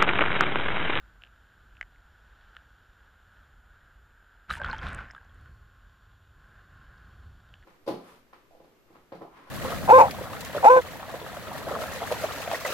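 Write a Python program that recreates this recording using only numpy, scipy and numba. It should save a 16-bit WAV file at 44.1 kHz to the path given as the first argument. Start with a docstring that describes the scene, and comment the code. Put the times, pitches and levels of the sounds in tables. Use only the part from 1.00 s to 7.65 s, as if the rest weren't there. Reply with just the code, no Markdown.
"""A shallow wave slaps over a small camera in a sealed plastic housing, covers it, gurgles and drains away.
The camera lies on wet sand. Drops and bubbles tick on its shell, each ringing at its own pitch.
Behind them, distant surf reaches the one microphone through the housing's resonances (the pitches it
rings at), wind rumbles and the electronics whine. The gain control turns the loud splash down."""
import sys
import numpy as np
from scipy import signal
from scipy.io import wavfile
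from scipy.ndimage import uniform_filter1d
from numba import njit

SR = 44100
rng = np.random.default_rng(int(sys.argv[2]) if len(sys.argv) > 2 else 0)


def unload_audio(sound):
    """Save the sound as a 16-bit wav file, at the path given as the first command line argument."""
    columns = np.transpose(np.atleast_2d(sound))
    # keep every value between -1 and 1, then stretch to whole-number steps
    steps = np.round(np.clip(columns, -1, 1) * 32767)
    wavfile.write(sys.argv[1], SR, steps.astype(np.int16))


N = 293265

# steady tones of the electronics: (pitch [Hz], level [dB])
WHINE_TONES = [(7101, -86.5), (9469, -106), (11838, -89.5), (14207, -100)]
# resonances that let outside sound through the housing: (pitch [Hz], width [Hz], level [dB])
HOUSING_RESONANCES = [(688, 1220, -12.5), (1509, 473, 2.5), (3056, 1970, -18.5), (5300, 320, -33),
                      (8600, 2800, -71)]
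# the background over time: (time [s], surf level [dB], backwash level [dB], hiss level [dB])
SHORE_LEVELS = [(0, -62.5, -66, -76.5), (.9, -63.5, -75, -76.5), (1.35, -61.5, -76, -72.5),
                (2, -62.5, -76, -75), (3.3, -63, -77, -84.5), (4.2, -61, -59.5, -82),
                (4.43, -60.5, -57.5, -80), (4.47, -58, -58, -92), (4.53, -63.5, -56, -80),
                (4.87, -65, -63.5, -74.5), (5.25, -66, -61, -74.5), (5.6, -59, -54, -81),
                (5.68, -64, -58, -73), (5.71, -58.5, -55.5, -83), (6.1, -60.5, -54, -74.5),
                (6.35, -63, -55.5, -73), (6.65, -65.5, -59, -70.5)]
# tones of the knocked shell: (pitch [Hz], level [dB], time to fade by 60 dB [s])
SHELL_TONES = [(675, -8.5, 0.0098), (980, -14, 0.0066), (1704, 0, 0.019), (3010, -4.5, 0.014),
               (5050, -15.5, 0.0085), (6600, -19.5, 0.0058), (7200, -19, 0.0075), (10800, -24.5, .003)]
# drops hitting the shell: (time [s], level [dB], pitch [Hz], share in the delayed copy [0-1])
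DROP_HITS = [(.2208, -32.5, 2770, 0.72), (.2494, -45, 2920, 0.3), (.2564, -47, 2680, .7),
             (.7531, -44, 2640, .75), (.8118, -18.5, 1980, 0.23), (.9597, -52.5, 2040, 0),
             (1.5507, -33.5, 1490, 0.88), (1.551, -36.5, 3010, .85), (3.4966, -30.5, 1340, 0),
             (3.5099, -15.5, 1520, 0.1), (3.538, -20.5, 1590, .45), (3.557, -53, 7860, 0.1),
             (3.6455, -14, 1415, 0.33), (3.649, -31, 3950, 0.2), (3.6848, -39, 5180, 0.9),
             (3.6853, -24, 1460, 0.3), (3.7305, -16.5, 1500, 0.33), (3.7831, -39, 5600, 0.03),
             (3.8672, -25, 1380, 0), (3.8689, -26, 3550, 0.4), (3.8885, -41, 8550, 0.15),
             (3.9316, -29, 8230, 0.76), (3.9824, -50, 2220, 0.1), (4.0861, -33, 1575, .55),
             (4.1093, -37.5, 1910, 0.1), (4.1156, -51.5, 7190, 0), (4.149, -31, 1330, 0.37),
             (4.1623, -58, 9500, 0.5), (4.248, -62, 6000, 0), (4.345, -61, 8340, 0.1),
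             (4.414, -63, 9400, 0), (4.459, -45, 1490, 0.24), (5.98, -59, 4770, 0),
             (6.5401, -40, 2850, 0.09), (6.6269, -50, 1830, 0.08), (6.6358, -55, 1680, 0)]
# bubbles against the shell: (time [s], level [dB], pitch [Hz], share in the delayed copy [0-1])
BUBBLE_HITS = [(3.5033, -25.5, 3900, 0.4), (3.5042, -21, 1250, 0.11), (3.5406, -37, 3190, 0),
               (3.6003, -19.5, 1570, 0.68), (3.572, -36, 930, 0.24), (3.599, -32, 592, 0.5),
               (3.6353, -30, 3230, 0.4), (3.6617, -36, 3470, 0.2), (3.689, -26, 1056, 0.34),
               (3.7131, -31, 4240, 0.19), (3.7321, -25.5, 884, 0), (3.7367, -35.5, 3200, 0.5),
               (3.7898, -36, 3240, 0.06), (3.8154, -50, 4760, 0), (4.0943, -43.5, 5300, 0.92),
               (4.149, -50, 3470, 0), (4.1635, -35, 1620, 0.5), (4.295, -58, 3250, 0.2)]
# the wave's path over the shell: (time [s], water level [dB], share of the shell covered [0-1])
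WAVE_COURSE = [(3.48, -66, 0.45), (3.505, -31.5, 0.02), (3.55, -43, 0.02), (3.583, -42.5, 0.14),
               (3.601, -48.5, 0.87), (3.701, -35.5, 0.66), (3.77, -44, 0.55), (3.8, -42.5, 0.68),
               (3.865, -33, 0.49), (3.95, -40.5, 0.65), (4.05, -48.5, 0.63), (4.09, -57.5, 0.73),
               (4.3, -76.5, 0.75)]

AMP_HISS_DB, STEREO_HISS_DB, WIND_DB = -87.5, -111, -59.5
WET_FROM_S, WET_HZ, WET_WIDTH_HZ, WET_DB = 3.75, 1045, 145, -5  # extra resonance of the wet shell
COPY_DELAY_S = 0.016  # each tick is heard doubled by a copy 16 ms later
COVERED_KNOCK_DB = -7  # a fully covered shell knocks this much more softly
# added to the wave's water level: (when bare [dB], when covered [dB])
SHOVE_DB, GURGLE_DB, SPRAY_DB = (-2.5, 3), (-43.5, 9.5), (-22, -79)
MUFFLE_HZ = 2440  # covering water dulls the churning above this
TILT_DB, TILT_HZ = -28, 2780  # the left channel has a little less bass and middle than the right
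LOUD_FROM_DB, GAIN_RATIO, ATTACK_S, RELEASE_S = -40, 1.25, 0.0023, 0.03  # gain control
TREBLE_CUT_HZ = 15300


def undb(db):
    """Turn decibels into a number to multiply by."""
    return 10 ** (np.asarray(db) / 20)


def unit(x):
    """Scale a signal so its average strength (rms) is 1."""
    return x / np.sqrt(np.mean(x ** 2))


def curves(table):
    """Join each column's values with straight lines over time."""
    times, *columns = np.transpose(table)
    return [np.interp(np.arange(N) / SR, times, column) for column in columns]


def band(x, hz, width):
    """A resonance: keep the sound near one pitch."""
    return signal.lfilter(*signal.iirpeak(hz, hz / width, fs=SR), x)


def steep(x, hz, width):
    """A resonance applied twice, so less gets through on either side."""
    return band(band(x, hz, width), hz, 0.77 * width)


def wander(rate):
    """A smooth random curve of size about 1 that heads for a new value `rate` times a second."""
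    hold = int(SR / rate)
    steps = np.repeat(rng.standard_normal(N // hold + 1), hold)
    return unit(uniform_filter1d(uniform_filter1d(steps, hold), hold)[:N])


def patter(rate, spread_db, smooth):
    """About `rate` tiny impacts a second, uneven in size, over some smooth noise."""
    hits = rng.random(N) < rate / SR
    sizes = undb(spread_db * np.minimum(rng.exponential(size=N), 4)) * rng.standard_normal(N)
    return unit(unit(hits * sizes) + smooth * rng.standard_normal(N))


def rumble(hz, width, tail_db):
    """Swirling air or water pushes on the shell: deep noise with a faint tail of higher pitches."""
    push = rng.standard_normal(N)
    tail = signal.lfilter([1], [1, -np.exp(-2 * np.pi * 120 / SR)], rng.standard_normal(N))
    return unit(unit(steep(push, hz, width)) + undb(tail_db) * unit(tail))


def housing(x):
    """Outside sound passes through the shell's resonances; neighbouring ones swing opposite ways."""
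    wet = np.clip((np.arange(N) / SR - WET_FROM_S) / 0.083, 0, 1)
    passed = sum((-1) ** k * undb(db) * steep(x, hz, width)
                 for k, (hz, width, db) in enumerate(HOUSING_RESONANCES))
    return passed + wet * undb(WET_DB) * steep(x, WET_HZ, WET_WIDTH_HZ)


def electronics():
    """The electronics whine thinly and steadily over the amplifier's hiss."""
    t = np.arange(N) / SR
    whine = sum(undb(db) * np.sqrt(2) * np.sin(2 * np.pi * (hz * t + rng.random()))
                for hz, db in WHINE_TONES)
    return whine + undb(AMP_HISS_DB) * unit(band(rng.standard_normal(N), hz=5500, width=13000))


def wind():
    """Gusts push on the shell and make it rumble."""
    return rumble(hz=43, width=44.6, tail_db=-11.5) * undb(WIND_DB + 1.46 * wander(5.41))


def surf(level_db):
    """Distant surf: a fine patter heard through the housing."""
    wash = unit(housing(patter(rate=1500, spread_db=-1.4, smooth=1.7)))
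    return wash * undb(level_db + 0.73 * wander(9))


def backwash(fizz, level_db):
    """Draining water drags and sizzles at the shell."""
    drag = rumble(hz=72.4, width=66.4, tail_db=-16)
    sizzle = undb(-33.5) * unit(steep(fizz, 4290, 300))
    return (drag + sizzle) * undb(level_db + 2.0 * wander(6))


def shore():
    """Surf, backwash and a broad hiss, each swelling on its own."""
    surf_db, backwash_db, hiss_db = curves(SHORE_LEVELS)
    fizz = patter(rate=1500, spread_db=4.5, smooth=1.5)
    hiss = unit(undb(3.5) * steep(fizz, 856, 680) + steep(fizz, 3170, 1600)
                + undb(-14) * steep(fizz, 4250, 400) + undb(-11) * steep(fizz, 5300, 760))
    return surf(surf_db) + backwash(fizz, backwash_db) + hiss * undb(hiss_db)


def ring(hz, fade_s):
    """A struck tone builds over about one cycle, then fades by 60 dB in `fade_s`."""
    t = np.arange(SR // 12) / SR
    shape = (1 - np.exp(-t * hz * 1.16)) ** 2 * np.exp(-np.log(1000) * t / fade_s)
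    return shape / shape.max() * np.sin(2 * np.pi * hz * t)


def ticks(hits, ring_cycles, knock_db):
    """Each drop or bubble rings at its own pitch and knocks the shell, more softly under water."""
    sound = np.zeros(N + SR)
    knock = undb(knock_db) * sum(undb(db) * ring(hz, fade_s) for hz, db, fade_s in SHELL_TONES)
    wave_times, _, cover = np.transpose(WAVE_COURSE)
    for time, db, hz, copy_share in hits:
        softening = undb(COVERED_KNOCK_DB * np.interp(time, wave_times, cover, right=0))
        tick = undb(db) * (ring(hz, ring_cycles / hz) + softening * knock)
        for delay, share in ((0, 1 - copy_share), (COPY_DELAY_S, copy_share)):
            start = int((time + delay - 0.64 / hz) * SR)  # a little early, as the ring needs time to build
            sound[start:start + len(tick)] += share * tick
    return sound[:N]


def droplets(spray_db, count):
    """Small, high-pitched droplets are scattered through the spray."""
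    when, pitch, size, copy_share = rng.random((count, 4)).T
    times = WAVE_COURSE[0][0] + when * (WAVE_COURSE[-1][0] - WAVE_COURSE[0][0])
    levels_db = spray_db[(times * SR).astype(int)] + 9 + 15 * size
    return ticks(zip(times, levels_db, 4500 * 2.6 ** pitch, copy_share), ring_cycles=22, knock_db=-40)


def churning(water_db, cover):
    """Churning water batters the shell and sounds duller the more of it is covered."""
    impacts = patter(rate=900, spread_db=1.0, smooth=1.0)
    water = unit(housing(impacts) + undb(-11.5) * steep(impacts, 2400, 1840))
    water *= undb(water_db + 2.15 * wander(40))
    muffled = signal.lfilter(*signal.butter(2, MUFFLE_HZ, fs=SR), water)
    return water + cover * (muffled - water)


def wave():
    """The wave washes over the shell: more cover means more shove and gurgle, and less spray."""
    water_db, cover = curves(WAVE_COURSE)
    shove_db, gurgle_db, spray_db = (water_db + bare + (covered - bare) * cover
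                                     for bare, covered in (SHOVE_DB, GURGLE_DB, SPRAY_DB))
    t = np.arange(N) / SR
    passing = (t > WAVE_COURSE[0][0]) & (t < WAVE_COURSE[-1][0])
    water = churning(water_db, cover)
    shove = rumble(hz=52, width=100, tail_db=-26) * undb(uniform_filter1d(shove_db, size=SR // 30))
    gurgle = unit(steep(patter(rate=300, spread_db=7.5, smooth=0.99), 825, 900)) * undb(gurgle_db)
    spray = unit(steep(patter(rate=570, spread_db=1.0, smooth=0.59), 8700, 6100))
    spray *= undb(spray_db + 3.6 * wander(41))
    return passing * (water + shove + gurgle + spray + droplets(spray_db, count=140))


def scene():
    """One microphone feeds all the sounds to both channels, slightly out of balance."""
    drops = ticks(DROP_HITS, ring_cycles=12.7, knock_db=-10)
    bubbles = ticks(BUBBLE_HITS, ring_cycles=50, knock_db=-26)
    mono = wind() + shore() + drops + bubbles + wave() + electronics()
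    lows = signal.lfilter(*signal.butter(1, TILT_HZ, fs=SR), mono)
    side = undb(STEREO_HISS_DB) * rng.standard_normal(N) - undb(TILT_DB) * lows
    return np.array([mono + side, mono - side])


@njit
def follow(x, attack, release):
    """Track how loud a signal is, rising at the `attack` speed and falling at the `release` speed."""
    loudness, level = np.empty(len(x)), 0.
    for i in range(len(x)):
        level += (abs(x[i]) - level) * (attack if abs(x[i]) > level else release)
        loudness[i] = level
    return loudness


def record(dry):
    """The gain control turns loud moments down, then the highest treble is cut off."""
    loudness = follow(dry.mean(axis=0), 1 / (ATTACK_S * SR), 1 / (RELEASE_S * SR))
    gain = np.minimum(1, (undb(LOUD_FROM_DB) / (loudness + 1e-9)) ** (1 - 1 / GAIN_RATIO))
    treble_cut = signal.ellip(10, .2, 80, TREBLE_CUT_HZ, fs=SR, output="sos")
    return signal.sosfilt(treble_cut, dry * gain)


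dry = scene()
out = record(dry)
unload_audio(out)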